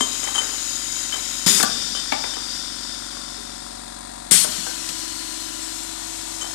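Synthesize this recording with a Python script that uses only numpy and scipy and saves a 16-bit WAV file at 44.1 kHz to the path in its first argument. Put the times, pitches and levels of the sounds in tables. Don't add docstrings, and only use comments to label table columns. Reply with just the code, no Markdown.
import sys
import numpy as np
from scipy import signal
from scipy.fft import rfft, irfft, next_fast_len
from scipy.io import wavfile
from scipy.ndimage import uniform_filter1d, map_coordinates

SR = 44100
rng = np.random.default_rng(int(sys.argv[2]) if len(sys.argv) > 2 else 0)


def dump_mix(stems):
    frames = np.atleast_2d(stems).T
    limited = np.clip(frames, -1, 1)
    pcm = np.round(limited * 32767).astype(np.int16)
    wavfile.write(sys.argv[1], SR, pcm)


def ratio_of_db(decibels):
    return 10 ** (np.asarray(decibels, float) / 20)


N = 288414

# (opens t/s, peak level/dB, sag/dB, sag time/s, shuts t/s)
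VENTS = [
    (1.4628, -12.5, 7.5, 0.072, 1.614),
    (4.311, -11.5, 14.5, 0.17, 4.448),
]


def unit(x):
    return x / np.sqrt(np.mean(x ** 2) + 1e-20)


def along(points, hz):
    f, v = np.transpose(points)
    return np.interp(np.log(hz + 1), np.log(f + 1), v)


def curve(rows):
    s, v = np.transpose(rows)
    return np.interp(np.arange(N) / SR, s, v)


def wobble(rate):
    knots = rng.standard_normal(int(N * rate / SR) + 4)
    return map_coordinates(knots, [np.arange(N) * rate / SR], order=2)


def filtered(x, response):
    m = next_fast_len(len(x) + 4096)
    return irfft(rfft(x, m) * response(np.fft.rfftfreq(m, 1 / SR)), m)[:len(x)]


def resonance(f, hz, width):
    return 1j * f * width / (hz * hz - f * f + 1j * f * width)


def add(track, s, sound):
    part = track[round(s * SR):][:len(sound)]
    part += sound[:len(part)]


def jet(colour, pipes, whistle_db, patchy_db, span):
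    start, end = span
    count = round((end - start) * SR)
    z = signal.stft(rng.standard_normal(count), nperseg=1024)[2]
    patches = uniform_filter1d(rng.standard_normal(z.shape), size=2, axis=0)
    patches = uniform_filter1d(patches, size=9, axis=1)
    eddies = signal.istft(z * ratio_of_db(patchy_db * unit(patches)), nperseg=1024)[1][:count]

    def response(f):
        power = ratio_of_db(2 * along(colour, f))
        for hz, width, db in pipes:
            power = power + ratio_of_db(2 * (db + whistle_db)) * abs(resonance(f, hz, width + 70)) ** 3
        return np.sqrt(power)

    out = np.zeros(N)
    add(out, start, unit(filtered(eddies, response)))
    return out


def stroke_db(t, k):
    # (start t/s, flow level/dB, first surge/dB, chamber empty after/s)
    strokes = [
        (-.1, -28, 4.5, 33),
        (1.55, -27, 14.5, 2.58),
        (4.4, -31.5, 26.5, 9.0),
    ]
    start, db, surge_db, empty = strokes[k]
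    age = np.maximum(t - start, 1e-4)
    building = 1 - np.exp(-(age / 0.14) ** 2)
    left = np.clip(1 - age / empty, 0.02, 1) * building
    surge = surge_db * np.exp(-age / 0.12)
    cut = VENTS[k][0] if k < len(VENTS) else t[-1]
    bleed = 47 * np.maximum(t - cut, 0)
    return db + surge + 20 * np.log10(left) - bleed


def vent_db(t, opens, db, sag_db, sag_s, shuts):
    open_s, swell_s = 0.0012, 0.014
    age = np.maximum(t - opens + open_s, 1e-6)
    after = np.maximum(t - shuts, 0)
    jump = 40 * np.log10(np.minimum(age / open_s, 1))
    swell = -4.5 * np.maximum(1 - age / swell_s, 0)
    sag = sag_db * (1 - np.exp(-np.maximum(age - swell_s, 0) / sag_s))
    shut = 4.5 * np.minimum(after / 0.0087, 1)
    leak = 137 * after
    return db + jump + swell - sag - shut - leak


def shriek(t):
    opens, shuts = VENTS[1][0], VENTS[1][-1]
    mouth = filtered(rng.standard_normal(N), lambda f: resonance(f, 8400, 1300) ** 2)
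    return ratio_of_db(vent_db(t, opens, -15, 24, 0.11, shuts)) * unit(mouth)


def air():
    # (f/Hz, level/dB per Hz)
    colours = [
        [(710, -27), (1200, -20), (2190, -11), (3800, -13), (5730, -6), (6940, -5), (7390, -4.5),
         (14100, -23.5), (15000, -51)],
        [(710, -19), (1200, -22), (1400, -8.5), (2780, -9.5), (3600, -0.5), (3990, -5.5), (5290, 0.5),
         (6050, -3), (8780, -8.5), (14300, -25.5)],
        [(710, -45), (1200, -11), (2360, -10), (4270, -4.5), (4790, -7), (7710, -2), (13800, -19.5),
         (14500, -29), (15000, -60)],
        [(240, -24), (400, 0.5), (586, -53), (683, -12), (1660, -7.5), (3560, -2), (4270, -4.5), (6970, 1.5),
         (13900, -12), (15400, -63)],
        [(240, -62), (400, -36), (899, -20), (2390, -9), (2620, -12.5), (3150, -6), (4680, -7), (8900, -1),
         (13900, -16.5), (15400, -78)],
    ]
    # (f/Hz, width/Hz, level/dB)
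    hoses = [
        [(3120, 100, -10.5), (3830, 190, -6.5), (4750, 75, -10.5), (5060, 17, -3.5), (6200, 78, -11),
         (6804, 106, 1.5), (7600, 21, -25), (8300, 57, -12)],
        [(3220, 13, -16.5), (3614, 41, -0.5), (4760, 76, 2), (5240, 40, 0.5), (5690, 34, -1.5),
         (6720, 53, -6.5), (7240, 67, -5), (8440, 180, -10)],
        [(3050, 370, -9), (4370, 280, -2), (4950, 70, -4), (5650, 72, 0.5), (6200, 60, -6), (6900, 87, -3),
         (7520, 70, -16), (8300, 300, -7)],
        [(3580, 160, 0), (5000, 680, -1), (6940, 73, 4), (8700, 1500, -3)],
        [(3280, 260, -2), (4340, 100, 3.5), (5330, 130, -1), (7100, 47, -15), (8670, 120, 6.5), (9100, 34, -10),
         (9800, 43, 2)],
    ]
    # (f/Hz, width/Hz, level/dB)
    travel = [
        [(2980, 53, -5), (4300, 170, 2), (5120, 76, -1.5), (6100, 250, -6), (6900, 90, -12), (8200, 400, -9)],
        [(3480, 170, -9), (4140, 230, -5), (5370, 90, -2), (6400, 80, -14), (7000, 80, -11), (7680, 260, -5)],
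        [(4300, 330, -8), (5400, 230, -3), (6450, 60, 0), (7040, 110, -6), (7350, 210, -4), (7980, 80, -2)],
    ]
    # (t/s, stage 0-3)
    sweep = [(4.4, 0), (4.9, 0), (5.1, 1), (5.45, 1), (5.65, 2), (5.95, 2), (6.15, 3), (6.54, 3)]
    # (from t/s, to t/s)
    blowing = [
        (0, 2.4),
        (1.45, 5),
        (1.4, 2),
        (4.25, 4.9),
    ]
    # (from t/s, to t/s)
    stages = [
        (4.3, 5.2),
        (4.8, 5.7),
        (5.4, 6.2),
        (5.9, 6.6),
    ]
    # (t/s, extra flow/dB, dies in/s)
    puffs = [
        (.008, 9.5, 0.033),
        (.36, 2.5, 0.047),
        (4.891, 9.5, 0.008),
        (6.41, 2, .03),
    ]
    t = np.arange(N) / SR
    puffs_db = np.zeros(N)
    for s, db, dies in puffs:
        puffs_db += db * np.exp(-np.abs(t - s) / np.where(t > s, dies, dies / 4))

    refill = jet(colours[0], hoses[0], whistle_db=5.5, patchy_db=1.8, span=blowing[0])
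    refill *= ratio_of_db(stroke_db(t, 0) + puffs_db)
    dose = jet(colours[1], hoses[1], whistle_db=8, patchy_db=1.2, span=blowing[1])
    dose *= ratio_of_db(stroke_db(t, 1))

    stage, back = curve(sweep), np.zeros(N)
    for k, pipes in enumerate([hoses[2], *travel]):
        share = np.sqrt(np.clip(1 - np.abs(stage - k), 0, 1))
        back += share * jet(colours[2], pipes, whistle_db=2, patchy_db=2, span=stages[k])
    back *= ratio_of_db(stroke_db(t, 2) + puffs_db)

    first = jet(colours[3], hoses[3], whistle_db=6, patchy_db=2.2, span=blowing[2])
    first *= ratio_of_db(vent_db(t, *VENTS[0]))
    second = jet(colours[4], hoses[4], whistle_db=-3, patchy_db=1.5, span=blowing[3])
    second *= ratio_of_db(vent_db(t, *VENTS[1]))
    flutter = ratio_of_db(0.47 * wobble(11) + 0.17 * wobble(55))
    return ratio_of_db(4) * flutter * (refill + dose + back + first + second + shriek(t))


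def orders(turns, place):
    # (multiple of shaft, level/dB at rest, leaning in, turned, facing the cylinder)
    shaft_lines = [(2, -50, -50, -51, -50), (4, -64, -64, -63, -60), (6, -61, -61, -63, -65),
                   (7, -65, -66, -73, -71), (8, -60, -57, -62, -63), (9, -75, -65, -65, -61),
                   (10, -49, -49, -61, -57), (11, -52, -55, -49, -51), (12, -51, -55, -58, -57),
                   (13, -59, -58, -49, -56), (14, -48.5, -52, -42, -42), (15, -56, -60, -68, -64),
                   (17, -61, -64, -71, -63), (18, -62, -60, -87, -67), (20, -64, -70, -69, -70),
                   (21, -64, -69, -62, -68), (22, -70, -63, -67, -70), (23, -68, -65, -56, -58),
                   (24, -50, -51, -54, -59), (25, -53, -55, -61, -53), (26, -62, -65, -55, -53),
                   (27, -86, -62, -56, -82), (28, -71, -61, -60, -63), (29, -65, -64, -54, -56),
                   (30, -50.5, -49, -53, -47.5), (31, -57, -49, -55, -50), (32, -54, -48, -54, -63),
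                   (33, -67, -60, -62, -64), (34, -63, -62, -63, -61), (35, -61, -63, -64, -65),
                   (36, -66, -56, -69, -52), (37, -67, -82, -63, -73), (38, -60, -63, -78, -79),
                   (39, -63, -87, -70, -60),
                   (40, -63, -55, -60, -68), (41, -67, -50, -54, -48), (42, -64, -55, -57, -58),
                   (43, -52.5, -53, -46, -49), (44, -60, -64, -73, -64), (45, -54, -53, -58, -56),
                   (47, -59, -69, -63, -63), (49, -62, -59, -58, -59), (51, -64, -61, -65, -58),
                   (53, -61, -60, -84, -62), (54, -60, -72, -59, -70), (55, -59, -60, -75, -67),
                   (56, -60, -63, -81, -64), (57, -56, -59, -58, -65), (58, -71, -69, -59, -62),
                   (59, -50, -54, -54, -55), (60, -65, -63, -60, -61), (61, -53, -60, -53, -68),
                   (62, -64, -67, -79, -56), (63, -54, -67, -64, -56), (64, -59, -69, -73, -64),
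                   (65, -56, -61, -69, -63), (67, -60, -75, -64, -61), (68, -61, -67, -61, -88),
                   (69, -62, -58, -67, -77), (70, -60, -64, -67, -62), (71, -88, -58, -74, -83),
                   (72, -65, -62, -59, -62), (75, -88, -67, -71, -59), (78, -60, -78, -77, -62),
                   (82, -61, -63, -87, -82)]
    slow, out = np.arange(0, N, 256), np.zeros(N)
    for k, *dbs in shaft_lines:
        knots = rng.standard_normal(15)
        drift_db = 0.57 * (k > 2) * np.interp(slow, np.linspace(0, N, 15), knots)
        gain = ratio_of_db(3 + np.interp(place[slow], range(4), dbs) + drift_db)
        loose = 0.24 if 52 < k < 70 else 0.6 if k > 39 else 1
        phase = rng.random() * loose + (k % 2 == 0) / 4
        out += np.interp(np.arange(N), slow, gain) * np.cos(2 * np.pi * (k * turns + phase))
    return out


def turning(before, after, swing):
    # (f/Hz, level/dB per Hz)
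    drone = [
        [(35, -24), (60, -8), (139, -8.5), (241, -7), (471, -7), (717, -2), (865, -3), (965, -0.5), (1130, -5),
         (1360, -9), (2500, -41), (3250, -65), (5500, -120)],
        [(35, -39), (60, -6), (182, -8.5), (324, 1), (449, -7), (695, -0.5), (893, 1), (980, -1), (1080, -9),
         (1400, -35), (2500, -24), (3250, -57), (5500, -120)],
    ]
    first, last = [unit(filtered(x, lambda f: ratio_of_db(along(colour, f)))) for x, colour in zip((before, after), drone)]
    return np.cos(swing * np.pi / 2) * first + ratio_of_db(-1) * np.sin(swing * np.pi / 2) * last


def compressor():
    # (t/s, place 0-3)
    moves = [(0, 0), (3.1, 0), (3.8, 1), (4.3, 1), (4.85, 2), (5.6, 2), (5.9, 3), (6.54, 3)]
    # (f/Hz, level/dB)
    mains = [(100, -59.5)]
    # (f/Hz, level/dB per Hz)
    far_air = [(710, -37), (1200, -5), (1330, -18), (1450, -28), (1710, -6), (1840, -4.5), (3150, -13.5),
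               (3350, -3.5), (4040, -1), (5920, -7.5), (8690, 0), (14300, -29)]
    t = np.arange(N) / SR
    turns = 23.3505 * t + 0.425
    place = curve(moves)
    swing = np.clip(place - 1, 0, 1)
    lines = orders(turns, place)
    hum = sum(ratio_of_db(-1 + db) * np.sin(2 * np.pi * hz * t) for hz, db in mains)

    stroke = (2 * turns) % 1
    first_stroke = turns % 1 < 0.5
    ticking = rng.standard_normal(N) * ratio_of_db(-50 * stroke - 2 * first_stroke)
    reeds = unit(filtered(ticking, lambda f: resonance(f, 1450, 700) ** 2))
    puffing = rng.standard_normal((2, N)) * ratio_of_db(-10 * stroke + 1.1 * first_stroke)
    rumble = turning(*puffing, swing)
    breath = rng.standard_normal(N) * ratio_of_db(-5 * stroke + 0.25 * first_stroke)
    hiss = unit(filtered(breath, lambda f: ratio_of_db(along(far_air, f))))
    return lines + hum + ratio_of_db(-45) * rumble + ratio_of_db(-54 - 4.6 * swing) * reeds + ratio_of_db(-35.5) * hiss


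def contacts():
    # (t/s, peak level/dB, centre f/Hz, cabinet/dB)
    stops = [(.007, -25.5, 1060, 7.5), (.0075, -24, 1690, -9), (1.124, -29.5, 1470, -9),
             (1.466, -22.5, 2200, 4), (1.48, -18.5, 1970, -6), (1.6, -18.5, 1680, -5),
             (1.629, -18.5, 1580, -0.5), (1.633, -15, 880, -21), (1.636, -23, 1500, -21),
             (1.642, -27, 1590, -23), (1.647, -29, 1300, -9), (1.607, -17, 1330, -12),
             (2.122, -25, 960, -5), (2.124, -15, 875, -17), (2.132, -25, 1900, 2),
             (2.241, -26.5, 975, -0.5), (4.313, -25, 1900, 1.5), (4.343, -27, 1850, -10),
             (4.447, -28.5, 1300, 2.5), (4.453, -31.5, 1100, -2), (4.667, -31.5, 700, -4),
             (6.428, -37.5, 724, 2.5), (6.444, -33, 760, -3)]
    # (t/s, peak level/dB, centre f/Hz)
    nudges = [(0.275, -24.5, 1960), (0.231, -28.5, 2100), (.288, -29.5, 900), (0.358, -31, 1250),
              (0.379, -29, 1150), (0.393, -36, 1200), (.41, -40, 1150), (1.95, -29.5, 1110),
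              (2.337, -30, 1720), (2.368, -28, 920), (3.128, -41, 1100), (3.169, -36, 1150)]
    # (t/s, peak level/dB, f/Hz, width/Hz)
    ticks = [(.0075, -30, 2500, 3000), (1.124, -19, 4000, 4000), (1.579, -14, 6030, 4000),
             (1.629, 0.5, 8000, 4500), (2.124, -21, 3400, 900), (1.6286, -13, 4400, 700),
             (2.1217, -18, 2280, 500), (2.2399, -25, 2250, 400), (4.891, -25, 8000, 6000)]
    # (from t/s, to t/s, first level/dB, last level/dB)
    clatter = [
        (0.221, 0.301, -38, -34),
        (0.348, 0.556, -29, -42.5),
        (1.131, 1.181, -32.5, -33.5),
        (1.655, 1.7, -37, -44),
        (6.413, 6.431, -38.5, -34),
    ]
    plate_hz, light_body_db, no_body_db = 286, -4.5, -38
    gap_s = 0.01
    rows = [(s, db, hz, plate_hz, body_db) for s, db, hz, body_db in stops]
    rows += [(s, db, hz, plate_hz, light_body_db) for s, db, hz in nudges]
    rows += [(*tick, no_body_db) for tick in ticks]
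    for start, end, first_db, last_db in clatter:
        for s in np.arange(start, end, gap_s):
            late, size, pitch = rng.standard_normal(3)
            db = np.interp(s, [start, end], [first_db, last_db]) + 2 * size
            hz = 1250 * np.exp(0.25 * pitch)
            rows.append((s + late * gap_s / 3, db, hz, plate_hz, light_body_db))
    return rows


def knocks():
    # (f/Hz, width/Hz, level/dB)
    cabinet_modes = [
        (360, 167, -5.5),
        (467, 115, 0),
        (750, 420, -6.5),
    ]
    out, t = np.zeros(N), np.arange(SR // 8) / SR

    def cabinet(f):
        return sum((-1) ** k * ratio_of_db(db) * resonance(f, hz, w) for k, (hz, w, db) in enumerate(cabinet_modes))

    for s, db, hz, width, body_db in contacts():
        shake, spark = rng.standard_normal((2, len(t)))
        rattle = shake * (ratio_of_db(-60 * t / 0.02) + 0.3 * ratio_of_db(-60 * t / 0.08))
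        blow = rattle + 9 * (t == 0)
        plates = filtered(blow, lambda f: resonance(f, hz, width))
        body = filtered(blow, cabinet)
        crack = filtered(spark * ratio_of_db(-60 * t / 0.011), lambda f: resonance(f, 3300, 9000))
        add(out, s, ratio_of_db(db + 8.5) * plates / np.abs(plates).max())
        add(out, s, ratio_of_db(db + body_db + 9.5) * body / np.abs(body).max())
        add(out, s, ratio_of_db(db - 34) * crack)
    return out


def ringing():
    # (t/s, peak level/dB, f/Hz, t60/s)
    clear_modes = [(.008, -21, 6500, .03), (.02, -26, 6490, .06), (1.95, -42, 2810, .15),
                   (2.1255, -24, 2300, .025), (2.134, -23, 1030, 0.045), (1.634, -25, 1660, 0.045),
                   (.345, -24, 9600, 0.17), (.345, -31, 7550, .14), (1.601, -21, 1463, 0.054),
                   (2.122, -23, 2260, .04), (2.122, -30, 1723, 0.047), (.358, -29, 823, 0.079),
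                   (.378, -28.5, 923, 0.1), (1.467, -23, 984, 0.039), (1.632, -21, 683, 0.076),
                   (1.633, -19, 1490, 0.054), (1.634, -19, 1183, 0.049), (2.123, -26, 905, .07),
                   (3.125, -44, 1120, .2), (3.38, -37, 416, 0.087), (4.314, -26, 910, 0.05),
                   (4.446, -24, 615, 0.06), (4.447, -40, 1540, 0.092), (4.447, -33, 930, 0.074),
                   (4.668, -30.5, 1548, 0.085), (4.669, -31.5, 482, 0.083), (4.889, -40, 505, .09),
                   (4.875, -37, 1790, .06)]
    # (t/s, peak level/dB, f/Hz)
    thumps = [(.007, -24, 251), (1.463, -17.5, 187), (1.5, -24.5, 229), (1.597, -27.5, 304),
              (1.636, -22.5, 233), (1.92, -34, 240), (2.122, -28.5, 270), (4.313, -21, 187),
              (4.346, -26, 196), (4.487, -33, 237), (4.583, -33.5, 187), (4.893, -38.5, 178)]
    out, t = np.zeros(N), np.arange(SR // 8) / SR
    onset = 1 - np.exp(-t / 0.0013)
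    for s, db, hz, t60 in clear_modes:
        add(out, s, ratio_of_db(db + 5 - 60 * t / t60) * onset * np.sin(2 * np.pi * hz * t))
    for s, db, hz in thumps:
        pair = np.sin(2 * np.pi * hz * t) + 0.16 * np.sin(2 * np.pi * 1.396 * hz * t)
        add(out, s + 0.00097, ratio_of_db(db + 12 - 60 * t / 0.054) * onset * pair)
    return out


def jars():
    # (t/s, peak level/dB, twin mode/dB, upper modes/dB, t60/s)
    clinks = [(.0075, -41.5, 20, 12, 0.18), (.117, -56, 14, 0, 0.33), (.021, -50, -5, 20, 0.052),
              (0.236, -38.5, -14, 8, 0.11), (0.253, -38, -9, -6, .12), (.277, -41, 7.5, 2, 0.17),
              (0.343, -39, 7, 2, 0.074), (0.356, -27, 5, -3, 0.032), (0.379, -25, -9, -9, 0.063),
              (.385, -19, -10, -11.5, 0.058), (.396, -34, -10, -7, 0.044), (0.43, -43, -2, 0, .08),
              (1.124, -29.5, -1.5, -18, 0.18), (1.948, -32.5, -4, -3, 0.14), (1.966, -41, -10, -6, 0.1),
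              (1.987, -40, -5, -8, 0.13), (2.337, -35.5, -9, -8, 0.1), (6.411, -33, -10, -2.5, 0.09),
              (6.419, -40, -10, 5, 0.061), (6.428, -46, -8, 4, 0.11), (6.449, -43, -5, -6, .15)]
    # (ratio to lowest, level/dB)
    glass_modes = [(2.116, 1.5), (2.396, -8), (2.426, 1), (3.143, -3)]
    jar_hz, twin_hz = 3077, 3150
    out, t = np.zeros(N), np.arange(SR // 3) / SR
    onset = 1 - np.exp(-(t / 0.0013) ** 2)
    linger = ratio_of_db(-28.5 - 60 * t / 0.57)
    for s, db, twin_db, upper_db, t60 in clinks:
        upper = np.zeros(len(t))
        for ratio, level in glass_modes:
            luck_db = rng.normal(0, 2.5)
            fade = ratio_of_db(level + luck_db + upper_db - 60 * t / t60 * ratio ** 0.14)
            upper += fade * np.sin(2 * np.pi * ratio * jar_hz * t)
        pair = np.sin(2 * np.pi * jar_hz * (s + t)) + ratio_of_db(twin_db) * np.sin(2 * np.pi * twin_hz * t)
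        low = (ratio_of_db(-60 * t / t60) + linger) * pair
        add(out, s, ratio_of_db(db + 9.5) * (low + upper) * onset)
    return out * ratio_of_db(0.88 * wobble(90))


def workshop(x):
    hz, t, z = signal.stft(rng.standard_normal(SR // 2), SR, nperseg=256)
    t60 = along([(200, 1.0), (2000, 0.34), (10000, 0.058)], hz)
    tail = signal.istft(z * ratio_of_db(-60 * t / t60[:, None]), SR, nperseg=256)[1]
    return signal.fftconvolve(np.pad(x, (500, 0)), tail / np.linalg.norm(tail))[:N]


def scene():
    hits = filtered(knocks() + ringing(), lambda f: resonance(f, 1560, 13800) ** 2)
    glass = jars()
    to_room = ratio_of_db(-9) * filtered(hits, lambda f: 1 - 0.44 / (1 + (f / 330) ** 4)) + 0.14 * glass
    near = air() + compressor() + hits + glass + workshop(to_room)
    return np.array([near, near])


def covered(f, cavity_hz=230, lift_hz=180, q=0.53):
    late = np.exp(-2j * np.pi * f * 23 / SR)
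    dull = 1 / (1 + (f / 8000) ** 2)
    cavity = (1 + 1j * f / lift_hz) / (1 - (f / cavity_hz) ** 2 + 1j * f / (cavity_hz * q))
    return late * dull * cavity


def low_pass(x):
    return signal.sosfilt(signal.butter(12, 15580, fs=SR, output="sos"), x)


def record(dry):
    clipped = dry[0] / (1 + np.abs(dry[0]) ** 10) ** (1 / 10)
    open_port = filtered(clipped, lambda f: ratio_of_db(-43) + 1 / (1 + (f / 14270) ** 300))
    mix = np.array([open_port, filtered(open_port, covered)])
    return low_pass(mix)


dry = scene()
out = record(dry)
dump_mix(out)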